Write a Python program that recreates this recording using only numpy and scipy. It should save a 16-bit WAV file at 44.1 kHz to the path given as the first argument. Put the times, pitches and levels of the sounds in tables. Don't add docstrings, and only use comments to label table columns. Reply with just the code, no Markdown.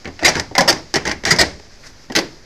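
import sys
import numpy as np
from scipy import signal
from scipy.io import wavfile
from scipy.ndimage import uniform_filter1d

SR = 44100
rng = np.random.default_rng(int(sys.argv[2]) if len(sys.argv) > 2 else 0)


def how_loud(loudness_db):
    steps = np.asarray(loudness_db, float) / 20
    return 10 ** steps


def to_wav(sig):
    pcm = np.clip(np.atleast_2d(sig), -1, 1) * 32767
    pcm = np.round(pcm).astype(np.int16)
    wavfile.write(sys.argv[1], SR, pcm.T)


N = 108045

# start_s, level_db, thud_db, edge_db, knock_db
TAPS = [(0.046, -22.5, 4, -5, 2), (0.055, -14, 9.5, -9.5, -18), (0.075, -19, 14.5, -3.5, -16),
        (0.192, -13.5, -8, -11, -6), (0.226, -13, 11, -12, 9), (0.232, -9, 11, -1.5, -10),
        (0.28, 2.5, -28, 0, 7.5), (0.354, -4, 4, -1.5, -13), (0.367, -10.5, 13, -2, -9),
        (0.397, -9, 4.5, 7.5, -1), (0.512, -33.5, 26.5, -10, 19), (0.552, -7, -22, -2, 2),
        (0.563, -13.5, -26, -13, 6), (0.581, -6.5, 6.5, 12.5, -17), (0.607, -0.5, -13, 4.5, 2),
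        (0.677, -11.5, -8, 6, 12.5), (0.727, -6, 7.5, 1.5, 3.5), (0.94, -4.5, 2.5, 6, 1.5),
        (0.952, -18, -5, -19, 12), (0.957, -9.5, 14, 8, -22), (0.963, -4.5, -3.5, -2, 1.5),
        (0.981, -10, -14, -28, -27),
        (1.053, -8.5, 7.5, 1, -4), (1.068, -14, 9, 2.5, 4), (1.076, -10, 12.5, 5, -2),
             (1.094, -12, -3, 0, -23), (1.114, -4.5, -5, 0.5, -5.5), (1.237, -13.5, 8.5, -4, 2.5),
             (1.252, -6, -9, 7, -5), (1.271, -11.5, 13, 5, -15), (1.335, -13.5, 15.5, -18, 8.5),
             (1.362, -14, 7, 6.5, -5), (1.386, -10, 10.5, 3, 5), (1.433, -7.5, 1, -14, 10.5),
             (1.597, -29, 11, -1, 1.5)]
# start_s, level_db, chatter_s, knock_db, edge_db
CHATTER_BLOWS = [(.058, -29.5, 0.029, 7, -15), (.195, -24, 0.083, 3.5, -7.5), (.244, -3, 0.022, 1, 6),
                 (.282, -6, 0.012, -0.5, 1.5), (.300, -19.5, 0.049, -0.5, -5.5),
                 (0.358, -16.5, 0.041, 2, -4.5), (.551, -16, 0.0073, 0.5, -0.5),
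                 (0.579, -3.5, 0.0098, 1.5, 2), (0.61, -11.5, 0.0051, 11.5, 3), (.677, -3.5, 0.024, -1, 6),
                 (0.945, -10, 0.021, -1, 1), (1.054, -15.5, 0.068, 2.5, -5),
                 (1.254, -9.5, 0.069, -1.5, -1.5), (1.304, -4, 0.016, -2, 4),
                 (1.340, -26.5, 0.031, 10.5, -3), (1.386, -3.5, 0.029, 1, 5)]
# start_s, level_db, thud_db, edge_db, knock_db
FINGER_SLAP = [(2.100, -30, 18, -8, 11), (2.104, -32, 20, -14, 11), (2.121, -24.5, -16, 4, 5.5),
               (2.152, -7.5, 3.5, 0, -12), (2.155, -10, 8, -3, -25), (2.162, -3, 2.5, 2.5, -16),
               (2.172, -9, 1, 0.5, -4), (2.177, -12, -6, -5, 2), (2.188, -8, -4, 0, -0.5),
               (2.197, -26, 7.5, -9, 0), (2.207, -33, 9, -17, -7)]
# start_s, pitch_hz, level_db, driven_s
STANDOUT_MODES = [(.246, 1870, -11.5, 0.0061), (.254, 2128, -8.5, 0.0091), (.250, 4840, -20, 0.013),
                  (.264, 753, -16, 0.0088), (0.271, 5670, -26, 0.024), (.280, 630, -12.5, 0.0083),
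                  (.294, 620, -14, .003), (.551, 2060, -20, 0.0067), (.233, 4800, -39, .01),
                  (.236, 1930, -26, 0.009), (.965, 5100, -32.5, 0.0057), (.563, 2100, -24, .006),
                  (.578, 773, -10.5, .014), (.579, 555.4, -15.5, 0.039), (.579, 1005, -13.5, 0.015),
                  (.580, 179, -18.5, 0.035), (.581, 1950, -23.5, .024), (0.585, 1686, -19, 0.015),
                  (.605, 764, -18, 0.014), (.679, 943, -15.5, .014), (.680, 1828, -22, 0.017),
                  (0.683, 4620, -26, .018), (0.693, 351.4, -12.5, 0.019), (.698, 800, -17, 0.018),
                  (.940, 332, -18.5, .03), (.944, 802, -23, 0.022), (.955, 1930, -28, 0.023),
                  (1.305, 1942, -16, 0.013), (1.310, 4964, -24.5, 0.012), (1.310, 1410, -22.5, 0.013),
                  (1.312, 2082, -17.5, 0.012), (1.314, 162, -16, 0.025), (1.388, 935, -20, 0.009),
                  (1.390, 2050, -24, .015), (1.392, 1865, -19.5, 0.029), (1.412, 385, -17, 0.013),
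                  (2.099, 235, -23, 0.0087), (2.100, 1900, -42, 0.0092), (2.122, 1660, -33, 0.0052),
                  (2.154, 1944, -29, .022), (2.152, 410, -23, 0.0043), (2.171, 388, -16.5, 0.0047),
                  (2.186, 466, -20, 0.0044)]
# pitch_hz, level_db, t60_s
LENS_MODES = [(1279, -4.5, 0.024), (1520, -5.5, 0.033), (1901, -2, 0.033), (2099, -6.5, 0.06),
              (2440, -8, 0.025), (2955, -9.5, 0.054), (3460, -6.5, 0.016)]
# pitch_hz, level_db, t60_s
NEAR_LENS_MODES = [(1260, -24, 0.0053), (1515, -6.5, 0.039), (2060, -3, 0.013), (2256, -0.5, 0.015),
                   (2865, -7.5, 0.06), (3470, 4, 0.0073)]
# pitch_hz, level_db, t60_s
HOUSING_MODES = [(563, -4.5, 0.037), (627.6, -1, 0.039), (778, 1, 0.048), (876, -5.5, 0.038),
                 (1002, -6, 0.039)]
# pitch_hz, level_db, t60_s
PANEL_MODES = [(72.4, -5, 0.24), (112, -5.5, 0.13), (163, -1, 0.1), (248, 0, 0.11), (335.9, 1.5, 0.13),
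               (406, 2.5, 0.084), (495, 3.5, 0.043)]
# pitch_hz, t60_s, level_db
GARAGE_TAIL = [(58, 0.49, -5), (200, 0.42, -5.5), (584, 0.31, -9), (2000, 0.28, -10.5), (5300, 0.36, -15),
               (12300, 0.29, -17)]
# pitch_hz, level_db (per Hz)
AIR_SPECTRUM = [(25, 18.5), (40, 9), (160, -1), (500, -6), (1200, -16.5), (3200, -20.5), (7000, -22),
                (15000, -38.5)]
# pitch_hz, width_hz, boost_db
MIC_RESONANCES = [(1993, 790, 8.5), (4990, 750, 14), (5870, 1470, 13)]

RUSTLE_AT_S, RUSTLE_LENGTH_S = 1.826, 0.09


def band(x, lo_hz, hi_hz):
    return signal.sosfilt(signal.butter(2, [lo_hz, min(hi_hz, 20000)], "band", fs=SR, output="sos"), x)


def fade(t, t60_s):
    return np.exp(-np.log(1000) * t / max(t60_s, 1e-3))


def walk(rate_hz):
    hold = int(SR / rate_hz)
    steps = np.repeat(rng.standard_normal(N // 50), hold)[:N]
    return 1.04 * uniform_filter1d(uniform_filter1d(steps, hold), hold)


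def add(out, at_s, x):
    i = int(at_s * SR)
    out[i:i + len(x)] += x[:len(out) - i]


def knocks():
    out = np.zeros(N)
    for at_s, db, *colour in TAPS:
        add(out, at_s, how_loud(db - 6) * strike(LENS_MODES, *colour))
    for at_s, db, length_s, knock_db, edge_db in CHATTER_BLOWS:
        answer = strike(LENS_MODES, knock_db / 2, edge_db, knock_db)
        add(out, at_s, how_loud(db) * signal.fftconvolve(chatter(length_s), answer))

    near_low_cut_hz, near_air_db = 147, 4.5
    for at_s, db, *colour in FINGER_SLAP:
        slap = strike(NEAR_LENS_MODES, *colour, near_air_db, rise_s=0.0003)
        add(out, at_s, how_loud(db) * band(slap, near_low_cut_hz, 22000))
    buzz = signal.fftconvolve(chatter(0.045), strike(NEAR_LENS_MODES, 0, -1.2, -2.2, near_air_db))
    add(out, 2.152, how_loud(-11) * band(buzz, near_low_cut_hz, 20000))

    for at_s, hz, db, driven_s in STANDOUT_MODES:
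        add(out, at_s, how_loud(db) * standout(hz, driven_s))
    return out


def strike(lens, thud_db, edge_db, knock_db, air_db=-5.5, rise_s=0.0016):
    t = np.arange(SR // 8) / SR
    push = np.hanning(int(0.00092 * SR) + 3)
    thud = np.convolve(ring(PANEL_MODES, t), push / push.sum())[:len(t)]

    attack = np.minimum(t / rise_s + 0.27, 1)
    crack = how_loud(-2.5) * rng.standard_normal(len(t)) * fade(t, 0.021) * attack
    fizz = how_loud(-12) * band(rng.standard_normal(len(t)), 7500, 18000) * fade(t, 0.054)
    edge_hz, air_hz = 2600, 9520
    edge = band(crack, edge_hz, air_hz) + fizz + how_loud(air_db) * band(crack, air_hz, 23000)

    body = how_loud(-6.5) * ring(lens, t) + how_loud(-8 + knock_db) * ring(HOUSING_MODES, t)
    return body + how_loud(-11.5 + thud_db) * thud + how_loud(-2 + edge_db) * edge


def ring(modes, t):
    cluster, scatter_db, detune = 8, 2, 0.09
    hz, db, t60_s = np.repeat(np.array(modes), cluster, axis=0).T[:, :, None]
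    loudness, tuning, polarity = rng.standard_normal((3, len(hz), 1))
    level = how_loud(db + scatter_db * loudness) * np.sign(polarity)
    tone = np.sin(2 * np.pi * hz * (1 + detune * tuning) * t)
    y = np.sum(level * tone * np.exp(-np.log(1000) * t / t60_s), axis=0)
    return y / np.abs(y).max()


def chatter(length_s):
    clicks_per_s, spread_db = 3000, 2.5
    t = np.arange(SR // 5) / SR
    chance, side, force = rng.random((len(t), 3)).T
    clicks = (chance < clicks_per_s / SR) * np.sign(side - 0.5) * how_loud(-spread_db * np.log(force + 1e-4))
    shape = np.minimum(t / 0.0012, 1) * fade(np.maximum(t - length_s, 0), 0.051)
    return clicks * shape / np.sqrt(np.mean(clicks ** 2) * SR / 100)


def standout(hz, driven_s):
    t = np.arange(SR // 6) / SR
    wobble_db = 4 * uniform_filter1d(np.repeat(rng.standard_normal(100), 100)[:len(t)], size=150)
    t60_s = 0.019 + 5.3 / hz
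    shape = np.minimum(t / 0.0025, 1) * fade(np.maximum(t - driven_s, 0), t60_s)
    return how_loud(-2.5 + wobble_db) * shape * np.sin(2 * np.pi * hz * t)


def rustle():
    t = (np.arange(N) / SR - RUSTLE_AT_S) / RUSTLE_LENGTH_S
    low_shape = np.clip(t * 12, 0, 1) * np.exp(-np.maximum(t, 0) / 0.6)
    low = band(rng.standard_normal(N), 400, 2300) * low_shape
    high = band(rng.standard_normal(N), 4500, 18000) * np.exp(-((t - 0.45) / 0.45) ** 2)
    grain = how_loud(3.7 * walk(90))
    return grain * (how_loud(-37) * low + how_loud(-47.5) * high)


def garage(x):
    build_s = 0.0015
    table_hz, table_t60_s, table_db = np.array(GARAGE_TAIL).T
    out = 0
    for hz in 50 * 2 ** np.arange(0, 8.4, 1 / 3):
        t60_s = np.interp(np.log(hz), np.log(table_hz), table_t60_s)
        db = np.interp(np.log(hz), np.log(table_hz), table_db)
        edges = hz * 2 ** (-1 / 6), hz * 2 ** (1 / 6)
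        energy = band(x, *edges) ** 2
        for keep in fade(2 / SR, t60_s), np.exp(-1 / (build_s * SR)):
            energy = signal.lfilter([1 - keep], [1, -keep], energy)
        noise = band(rng.standard_normal(N), *edges)
        out = out + how_loud(db) * np.sqrt(np.maximum(energy, 0)) * noise / np.std(noise)
    return out


def air():
    swell_db, flutter_db = 0.6 * walk(0.44), 1.5 * walk(30)
    table_hz, table_db = np.array(AIR_SPECTRUM).T
    out = 0
    for hz in 25 * 2 ** np.arange(0, 9.6, 0.5):
        db = np.interp(np.log(hz), np.log(table_hz), table_db)
        flicker_db = 0.37 * walk(12.05)
        db = db + swell_db + min(hz / 4000, 1) * flutter_db + flicker_db
        out = out + how_loud(db) * band(rng.standard_normal(N), hz * 2 ** -0.25, hz * 2 ** 0.25)
    return out * how_loud(-43.5) / np.std(out)


def scene():
    hand = knocks()
    return (hand + garage(hand) + rustle() + air())[None]


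def low_pass(x):
    return signal.sosfilt(signal.butter(12, 16480, fs=SR, output="sos"), x)


def record(dry):
    x = dry
    for hz, width_hz, boost_db in MIC_RESONANCES:
        x = x + (how_loud(boost_db) - 1) * signal.lfilter(*signal.iirpeak(hz, hz / width_hz, fs=SR), dry)
    top_hz = 6570
    dull = signal.sosfiltfilt(signal.butter(2, top_hz, fs=SR, output="sos"), x)
    x = dull + how_loud(-20.5) * band(x, top_hz, 15800)

    since_sleeve_s = np.arange(N) / SR - RUSTLE_AT_S - RUSTLE_LENGTH_S / 2
    sleeve = np.exp(-(since_sleeve_s / RUSTLE_LENGTH_S * 1.5) ** 2)
    x = x + how_loud(-66 + 2 * walk(14.4) + 6.3 * sleeve) * band(rng.standard_normal(N), 9400, 13000)

    ceiling, knee = 0.8, 4.0
    x = x / (1 + np.abs(x / ceiling) ** knee) ** (1 / knee)
    x = x - 0.7 * signal.sosfilt(signal.butter(1, 45, fs=SR, output="sos"), x)
    x = signal.sosfiltfilt(signal.butter(3, 17000, fs=SR, output="sos"), x)
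    x = signal.sosfiltfilt(signal.butter(10, 15150, fs=SR, output="sos"), x)
    x = x + 0.0048
    return low_pass(x)


dry = scene()
out = record(dry)
to_wav(out)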